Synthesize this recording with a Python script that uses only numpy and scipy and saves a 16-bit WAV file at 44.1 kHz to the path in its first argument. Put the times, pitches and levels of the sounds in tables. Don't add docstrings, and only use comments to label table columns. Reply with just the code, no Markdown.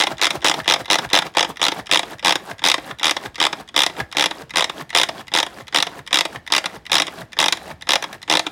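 import sys
import numpy as np
from scipy import signal
from scipy.fft import rfft, irfft
from scipy.io import wavfile

SR = 44100
rng = np.random.default_rng(int(sys.argv[2]) if len(sys.argv) > 2 else 0)


def unload_audio(sound):
    columns = np.transpose(np.atleast_2d(sound))
    steps = np.round(np.clip(columns, -1, 1) * 32767)
    wavfile.write(sys.argv[1], SR, steps.astype(np.int16))


N = 375519
TIME = np.arange(N) / SR
HIT = np.arange(2048) / SR
LONG_HIT = np.arange(SR // 5) / SR


def from_db(db):
    return 10 ** (np.asarray(db) / 20)


def rms_one(x):
    return x / np.sqrt(np.mean(x ** 2) + 1e-20)


def start_rms_one(x):
    return x / np.sqrt(np.mean(x[:int(.007 * SR)] ** 2))


def curve(rows, t):
    return np.interp(t, *np.transpose(rows))


def cut(x, hz, kind, order=2):
    return signal.sosfilt(signal.butter(order, hz, kind, fs=SR, output="sos"), x)


def resonance(x, hz, width_hz):
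    r = np.exp(-np.pi * width_hz / SR)
    feedback = [1, -2 * r * np.cos(2 * np.pi * hz / SR), r * r]
    return signal.lfilter(np.array([1, 0, -1]) * (1 - r * r) / 2, feedback, x)


def coloured(x, colour):
    hz, db = np.transpose(colour)
    grid = np.maximum(np.fft.rfftfreq(len(x), 1 / SR), 1)
    gain = from_db(np.interp(np.log(grid), np.log(hz), db))
    return rms_one(irfft(rfft(x) * gain, len(x)))


def add(out, s, sound):
    at = int(s * SR)
    if 0 <= at < N:
        out[at:at + len(sound)] += sound[:N - at]


def contact(rise_s, snap_t60, rattle_db, rattle_t60, rattle_hz, grain_db):
    noise = rng.standard_normal((2, len(HIT)))
    grains = noise * from_db(grain_db * rng.standard_normal((2, len(HIT))))
    snap = rms_one(grains[0] * (1 - np.exp(-HIT / rise_s)) * from_db(-60 * HIT / snap_t60))
    chatter = cut(grains[1], rattle_hz, "low", order=1)
    chatter_rise = 1 - np.exp(-HIT / snap_t60 * 10)
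    rattle = rms_one(chatter * chatter_rise * from_db(-60 * HIT / rattle_t60))
    return snap + from_db(rattle_db) * rattle


# f/Hz, width/Hz, level/dB (f and level then vary a little per hit)
PLASTIC_MODES = [(311, 48.3, -1), (530.7, 65, -0.5), (661, 106, -0.5), (887, 150, 3.5), (1157, 205, 1.5),
                 (1278, 164, 1.5), (1738, 300, -2.5), (2033, 138, 2.5), (2420, 214, -1.5),
                 (2763, 225, -0.5), (3426, 490, 3), (3897, 365, 2.5), (5054, 650, -3.5), (6020, 770, -5),
                 (6510, 700, -6.5), (9620, 2930, -15), (15400, 1050, -25)]
# t/s, f/Hz (only its ratio to the resting note is used)
PAWL_RING = [(0, 3640), (1.6, 3610), (3.1, 3535), (5, 3605), (6.5, 3564), (7.5, 3600), (8.4, 3620)]
PAWL_REST_HZ, PAWL_MODES_ABOVE_HZ = 3600, 3000


def strike(force, s, bright_db, split_hz=1900, low_hz=150, variety_db=1.0,
           bowl_hz=180, bowl_width_hz=60, bowl_db=-9):
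    dull = cut(force, split_hz, "low", order=1)
    force = dull + from_db(bright_db) * (force - dull)
    shift = curve(PAWL_RING, s) / PAWL_REST_HZ * (1 + .022 * rng.standard_normal())
    luck = variety_db * rng.standard_normal(len(PLASTIC_MODES))
    ring = 0
    for k, (hz, width_hz, db) in enumerate(PLASTIC_MODES):
        note_hz = hz * shift if hz > PAWL_MODES_ABOVE_HZ else hz
        ring = ring + (-1) ** k * from_db(db + luck[k]) * resonance(force, note_hz, width_hz)
    ring = ring + from_db(bowl_db) * resonance(force, bowl_hz, bowl_width_hz)
    return start_rms_one(cut(ring, low_hz, "high"))


# first click t/s, teeth in the run, top speed/(teeth per s), slowing (0-1),
# level/dB, brightness/dB, wait for one more tooth/s, its level/dB,
# clutch catches earlier by/s, clutch level/dB (all levels before the mix trims in ratchet and clutch)
CORD_PULLS = [(-0.0173, 6, 116.1, 0.08, -13.5, -2.5, 0.0328, -16.5, 0.031, -28),
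              (0.2142, 6, 110, 0.06, -13.3, 4, 0.037, -17, 0.033, -27.5),
              (0.4449, 7, 115, 0.06, -13.5, 1.5, 0.026, -20, 0.027, -30),
              (0.6778, 6, 101, 0.07, -13, -1.5, 0.021, -22, 0.034, -31),
              (0.9008, 6, 104, 0.04, -13, 1.5, 0.031, -17.5, 0.045, -25.5),
              (1.1313, 6, 104, 0.06, -12.5, -0.5, 0.032, -20.5, 0.031, -25.5),
              (1.3696, 5, 94, 0.24, -13, -0.5, 0.018, -20.5, 0.02, -30),
              (1.6155, 6, 88, 0.06, -14, 1, 0.035, -20.5, 0.046, -27),
              (1.9131, 7, 99, 0.06, -12.5, 5.5, 0.0376, -24.5, 0.045, -26.5),
              (2.2469, 7, 91, 0.03, -13.5, 1.5, 0.032, -16, 0.053, -29),
              (2.6393, 7, 91.5, 0.03, -12.5, 5.5, 0.026, -13, 0.047, -28),
              (3.0308, 7, 84, 0.02, -13.8, 4.5, 0.056, -19, 0.035, -22.5),
              (3.4011, 6, 82.2, 0.02, -13.5, 2, 0.062, -20, 0.045, -25),
              (3.763, 6, 74.3, 0.02, -13, 7, 0.029, -14.5, 0.075, -29.5),
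              (4.1689, 7, 77.3, 0.03, -13.5, 1, 0.05, -23, 0.044, -22.5),
              (4.5577, 7, 85.7, 0.04, -14, 1.5, 0.053, -21.5, 0.052, -26.5),
              (4.9488, 7, 86.4, 0.04, -12.5, 4.5, 0.055, -20.5, 0.046, -25.5),
              (5.338, 6, 87.3, 0.03, -14, 2.5, 0.028, -16, 0.058, -29),
              (5.7458, 6, 82.3, 0.1, -13, 6, 0.042, -24, 0.066, -27.5),
              (6.1286, 6, 74.3, 0.06, -13, 6, 0.0431, -20, 0.054, -24),
              (6.5218, 5, 76, 0.07, -12.5, 7.5, 0.077, -18, 0.047, -23.5),
              (6.9172, 8, 84.7, 0.03, -13, 3.5, 0.059, -26, 0.053, -26),
              (7.3883, 7, 83.3, 0.059, -12.5, 5, 0.0418, -12.5, 0.058, -27),
              (7.8903, 5, 77.2, 0.174, -12.5, 4, 0.083, -21.5, 0.069, -25),
              (8.2984, 7, 80.2, 0.052, -13.4, 1, 0.072, -19.5, 0.071, -26)]


def teeth(first_db=0.4, run_fade_db=0.6, spread_db=1.0, colour_spread_db=2, last_dulling=1.4):
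    clicks = []
    for s, count, top_speed, slowing, db, bright_db, wait_s, last_db, _, _ in CORD_PULLS:
        k = np.arange(round(count))
        gaps = (1 + slowing * (k[:-1] - 1) ** 2) / top_speed
        times = s + np.append(0, np.cumsum(gaps))
        luck = rng.standard_normal((len(k), 2))
        jerk = first_db * (k == 0)
        fade = run_fade_db * k / k[-1]
        levels = db + jerk - fade + spread_db * luck[:, 0]
        clicks += zip(times, levels, bright_db + colour_spread_db * luck[:, 1])
        last_bright_db = bright_db + last_dulling * (last_db - db)
        clicks.append((times[-1] + wait_s, last_db, last_bright_db))
    return clicks


def ratchet(ride_s=0.0019, ride_db=-19, seat_s=0.000703, seat_db=-1, easing_below_db=-15,
            easing_range_db=6, eased_rise_s=.002, eased_t60=.006):
    snaps, rides = np.zeros(N), np.zeros(N)
    for s, db, bright_db in teeth():
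        ease = np.clip((easing_below_db - db) / easing_range_db, 0, 1)
        force = contact(rise_s=0.00015 + ease * eased_rise_s, snap_t60=0.011 + ease * eased_t60,
                        rattle_db=-0.5, rattle_t60=0.034, rattle_hz=5530, grain_db=2.0)
        blow_s = seat_s * rng.uniform(.5, 1.5)
        blow = rms_one(np.exp(-((HIT - blow_s) / 3e-5) ** 2))
        force = force + (1 - ease) * from_db(seat_db) * blow
        add(snaps, s, from_db(db) * strike(force, s, bright_db))
        scrape = rng.standard_normal(len(HIT)) * np.exp(-HIT / ride_s)
        add(rides, s - ride_s, from_db(db + ride_db) * strike(scrape, s, bright_db=-9.5))
    return from_db(0.92) * (snaps + rides)


# spool stops t/s, surge level/dB, surge build-up/s,
# knock of the stop level/dB, thump of the bowl level/dB (levels before each sound's own mix trim)
CORD_RETURNS = [(0.121, -26, 0.029, -33, -27), (0.360, -25, 0.026, -34, -27.5),
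                (0.601, -27.5, 0.049, -29, -28.5), (0.805, -25.5, 0.014, -34, -33.5),
                (1.049, -28, 0.043, -30, -27), (1.267, -26, 0.012, -39, -41), (1.502, -27, 0.012, -44, -34),
                (1.797, -30.5, 0.066, -34, -31.5), (2.134, -33.5, 0.079, -39, -33.5),
                (2.515, -30, 0.041, -36, -33), (2.911, -32, 0.06, -26, -30),
                (3.260, -28, 0.031, -28.5, -30), (3.609, -33.5, 0.03, -48, -43),
                (4.004, -25, 0.021, -22, -22.5), (4.421, -35, 0.064, -42, -33),
                (4.811, -29.5, 0.039, -33.5, -27), (5.208, -34, 0.068, -37, -38),
                (5.608, -35.5, 0.053, -38, -31), (5.991, -36.5, 0.072, -35, -31.5),
                (6.359, -32.5, 0.034, -29.5, -27), (6.762, -35, 0.036, -41, -35),
                (7.217, -33.5, 0.09, -36, -29.5), (7.714, -33.5, 0.066, -35, -30),
                (8.149, -37, 0.033, -40, -40), (8.6, -36, 0.03, -36, -36)]


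def flow(coast_db=-46, stall_s=0.011, rest_db=-62):
    out = np.zeros(N)
    for (first_s, *_), (stop_s, db, build_s, _, _) in zip(CORD_PULLS, CORD_RETURNS):
        start = max(first_s, 0)
        t = start - stop_s + np.arange(SR * 3 // 5) / SR
        surge = from_db(db) * np.exp(np.minimum(t, 0) / build_s)
        stall = np.exp(-np.maximum(t, 0) / stall_s)
        add(out, start, np.hypot(from_db(coast_db), surge) * stall)
    return out + from_db(rest_db)


def pops(per_s, low_hz, high_hz, cycles, spread_db):
    pitches = np.geomspace(low_hz, high_hz, num=16)
    loudness = from_db(spread_db * np.minimum(rng.exponential(1, N), 4))
    sizes = loudness * rng.choice([-1, 1], N)
    born = rng.random(N) < per_s / SR
    dealt = rng.integers(0, len(pitches), N)
    return sum(resonance(sizes * born * (dealt == k) + 1e-18, hz, hz / cycles)
               for k, hz in enumerate(pitches))


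# (density per Hz, relative)
CHURN_SPECTRUM = [(90, -21), (170, 4), (240, 1.5), (320, 0), (500, -2), (750, 0.5), (1300, -8), (1700, -13),
                  (2400, -13.5), (3600, -14), (6000, -20), (15000, -30)]


def churn(drop_share=0.49, spatter_db=-16, lumps_db=-7):
    rush = coloured(rng.standard_normal(N), CHURN_SPECTRUM)
    drops = pops(per_s=1100, low_hz=309.6, high_hz=4750, cycles=13.3, spread_db=4.5)
    gurgle = coloured(drops, CHURN_SPECTRUM)
    lumps = rms_one(pops(per_s=160, low_hz=600, high_hz=1900, cycles=7, spread_db=2))
    spatter = rms_one(pops(per_s=500, low_hz=2500, high_hz=11000, cycles=2.5, spread_db=3))
    wet = np.sqrt(1 - drop_share) * rush + np.sqrt(drop_share) * gurgle
    return from_db(0.5) * flow() * (wet + from_db(lumps_db) * lumps + from_db(spatter_db) * spatter)


SPOOL_HZ = 1700


def rewind(slips_per_s=250, spread_db=4, width_hz=140, db=-14):
    slips = (rng.random(N) < slips_per_s / SR) * from_db(spread_db * rng.standard_normal(N))
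    return from_db(db) * flow() * rms_one(resonance(slips + 1e-18, SPOOL_HZ, width_hz))


# (density per Hz, relative)
BACKGROUND_SPECTRUM = [(25, -21), (50, -3), (85, -5), (160, -4.5), (300, -11), (1000, -19), (4000, -28.5),
                       (15000, -52)]


def background(db=-52):
    return from_db(db) * coloured(rng.standard_normal(N), BACKGROUND_SPECTRUM)


# f/Hz, level/dB (relative)
ROOM_SPECTRUM = [(100, -36), (300, 9), (1000, 5), (2000, 3.5), (3600, -3.5), (7000, -2), (15000, 1.5)]


def kitchen(x, t60=0.23, treble_t60=0.24, treble_hz=4000, first_s=0.0071, wet_db=-17):
    t = np.arange(SR // 2) / SR
    scatter = coloured(rng.standard_normal(len(t)), ROOM_SPECTRUM)
    low = cut(scatter, treble_hz, "low") * from_db(-60 * t / t60)
    high = cut(scatter, treble_hz, "high") * from_db(-60 * t / treble_t60)
    tail = (low - high) * (t > first_s)
    return from_db(wet_db) * signal.fftconvolve(x, tail / np.sqrt(np.sum(tail ** 2)))[:N]


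def stops(width_hz=170, ring_db=-17, ring_t60=.17):
    out, t = np.zeros(N), LONG_HIT
    for s, _, _, db, _ in CORD_RETURNS:
        hz = SPOOL_HZ * rng.uniform(.95, 1.05)
        force = rng.standard_normal(len(t)) * np.exp(-t / .001)
        knock = start_rms_one(cut(resonance(force, hz, width_hz), 2 * hz, "low"))
        ring = np.sin(2 * np.pi * hz * t) * from_db(ring_db - 60 * t / ring_t60)
        add(out, s, from_db(db) * (knock + ring))
    return out


# t/s, level/dB (before the wall's note is added),
# brightness/dB (before the dulling shared by all food ticks)
FOOD_TICKS = [(2.78, -24.5, -3), (3.897, -29.5, -3), (3.965, -34, -11), (5.464, -26.5, 4),
              (6.6405, -23.5, 0), (7.068, -26.5, 20), (7.571, -30.5, 7), (8.0239, -22.5, 10),
              (8.128, -33, 31)]


def ticks(wall_hz=1700, wall_width_hz=200, wall_db=-3, food_dulling_db=-10.5):
    home = [(s, knock_db - 3, -14.5) for s, _, _, knock_db, _ in CORD_RETURNS]
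    taut = [(s - 0.021, -30.5, -28.5) for s, *_ in CORD_PULLS]
    bounces = [(s + 0.008, -33.5, bright_db) for s, _, bright_db in taut]
    food = [(s, db, bright_db + food_dulling_db) for s, db, bright_db in FOOD_TICKS]
    out = np.zeros(N)
    for s, db, bright_db in home + taut + bounces + food:
        force = contact(rise_s=0.00035, snap_t60=0.018, rattle_db=-8.5, rattle_t60=0.044,
                        rattle_hz=2840, grain_db=1)
        add(out, s, from_db(db) * strike(force, s, bright_db))
    return out + from_db(wall_db) * resonance(out, wall_hz, wall_width_hz)


def thumps(hz=145, late_s=.006, rise_s=0.0086, gain_db=-9.5, shudder_db=-5,
           low_hz=50, high_hz=190, sag_s=0.052):
    out, t = np.zeros(N), LONG_HIT
    swell = t / rise_s * np.exp(1 - t / rise_s)
    for s, *_, db in CORD_RETURNS:
        pitch = hz * rng.uniform(0.856, 1.15) * np.exp((rise_s - t) / sag_s)
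        note = np.sqrt(2) * np.sin(2 * np.pi * np.cumsum(pitch) / SR)
        shudder = rms_one(cut(rng.standard_normal(len(t)), [low_hz, high_hz], "band"))
        add(out, s + late_s, from_db(db + gain_db) * (note + from_db(shudder_db) * shudder) * swell)
    return out


# t/s, level/dB (before the mix trim)
FOOT_LANDINGS = [(0.14, -34), (0.38, -41), (0.615, -40), (1.065, -34), (1.81, -44), (2.925, -42),
                 (3.28, -37), (4.015, -31), (6.375, -44)]


def landings(hz=70, rise_s=.003, t60=0.1, gain_db=1):
    out, t = np.zeros(N), LONG_HIT
    thud = np.sin(2 * np.pi * hz * t) * (1 - np.exp(-t / rise_s)) * from_db(-60 * t / t60)
    for s, db in FOOT_LANDINGS:
        add(out, s, from_db(db + gain_db) * thud)
    return out


def clutch(lead_s=.01, lead_db=-9, bright_db=3, low_hz=950, dog_hz=1950, dog_width_hz=350, dog_db=3):
    out = np.zeros(N)
    for start, *_, early_s, db in CORD_PULLS:
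        s = start - early_s
        lead = (s - lead_s * rng.uniform(0.95, 1.2), db + lead_db)
        for at, level_db in (lead, (s, db)):
            force = contact(rise_s=0.0004, snap_t60=0.007, rattle_db=-2, rattle_t60=0.034,
                            rattle_hz=4000, grain_db=3.0)
            add(out, at, from_db(level_db) * strike(force, at, bright_db))
    out = out + from_db(dog_db) * resonance(out, dog_hz, dog_width_hz)
    return from_db(-5.5) * cut(out, low_hz, "high")


def hum(start_s=7.53, end_s=8.0, hz=75, db=-55, fade_s=.05):
    gate = np.clip(np.minimum(TIME - start_s, end_s - TIME) / fade_s, 0, 1)
    return from_db(db) * np.sqrt(2) * gate * np.sin(2 * np.pi * hz * TIME)


def scene():
    chopper = ratchet() + churn() + rewind() + stops() + ticks() + thumps() + landings() + clutch()
    return (chopper + kitchen(chopper) + background() + hum())[None]


def record(dry, top=1.0, low_hz=42, cutoff_hz=15900):
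    lean = cut(dry, low_hz, "high", order=4)
    rounded = lean / (1 + (lean / top) ** 6) ** (1 / 6)
    return signal.sosfilt(signal.ellip(10, .1, 70, cutoff_hz, fs=SR, output="sos"), rounded)


dry = scene()
out = record(dry)
unload_audio(out)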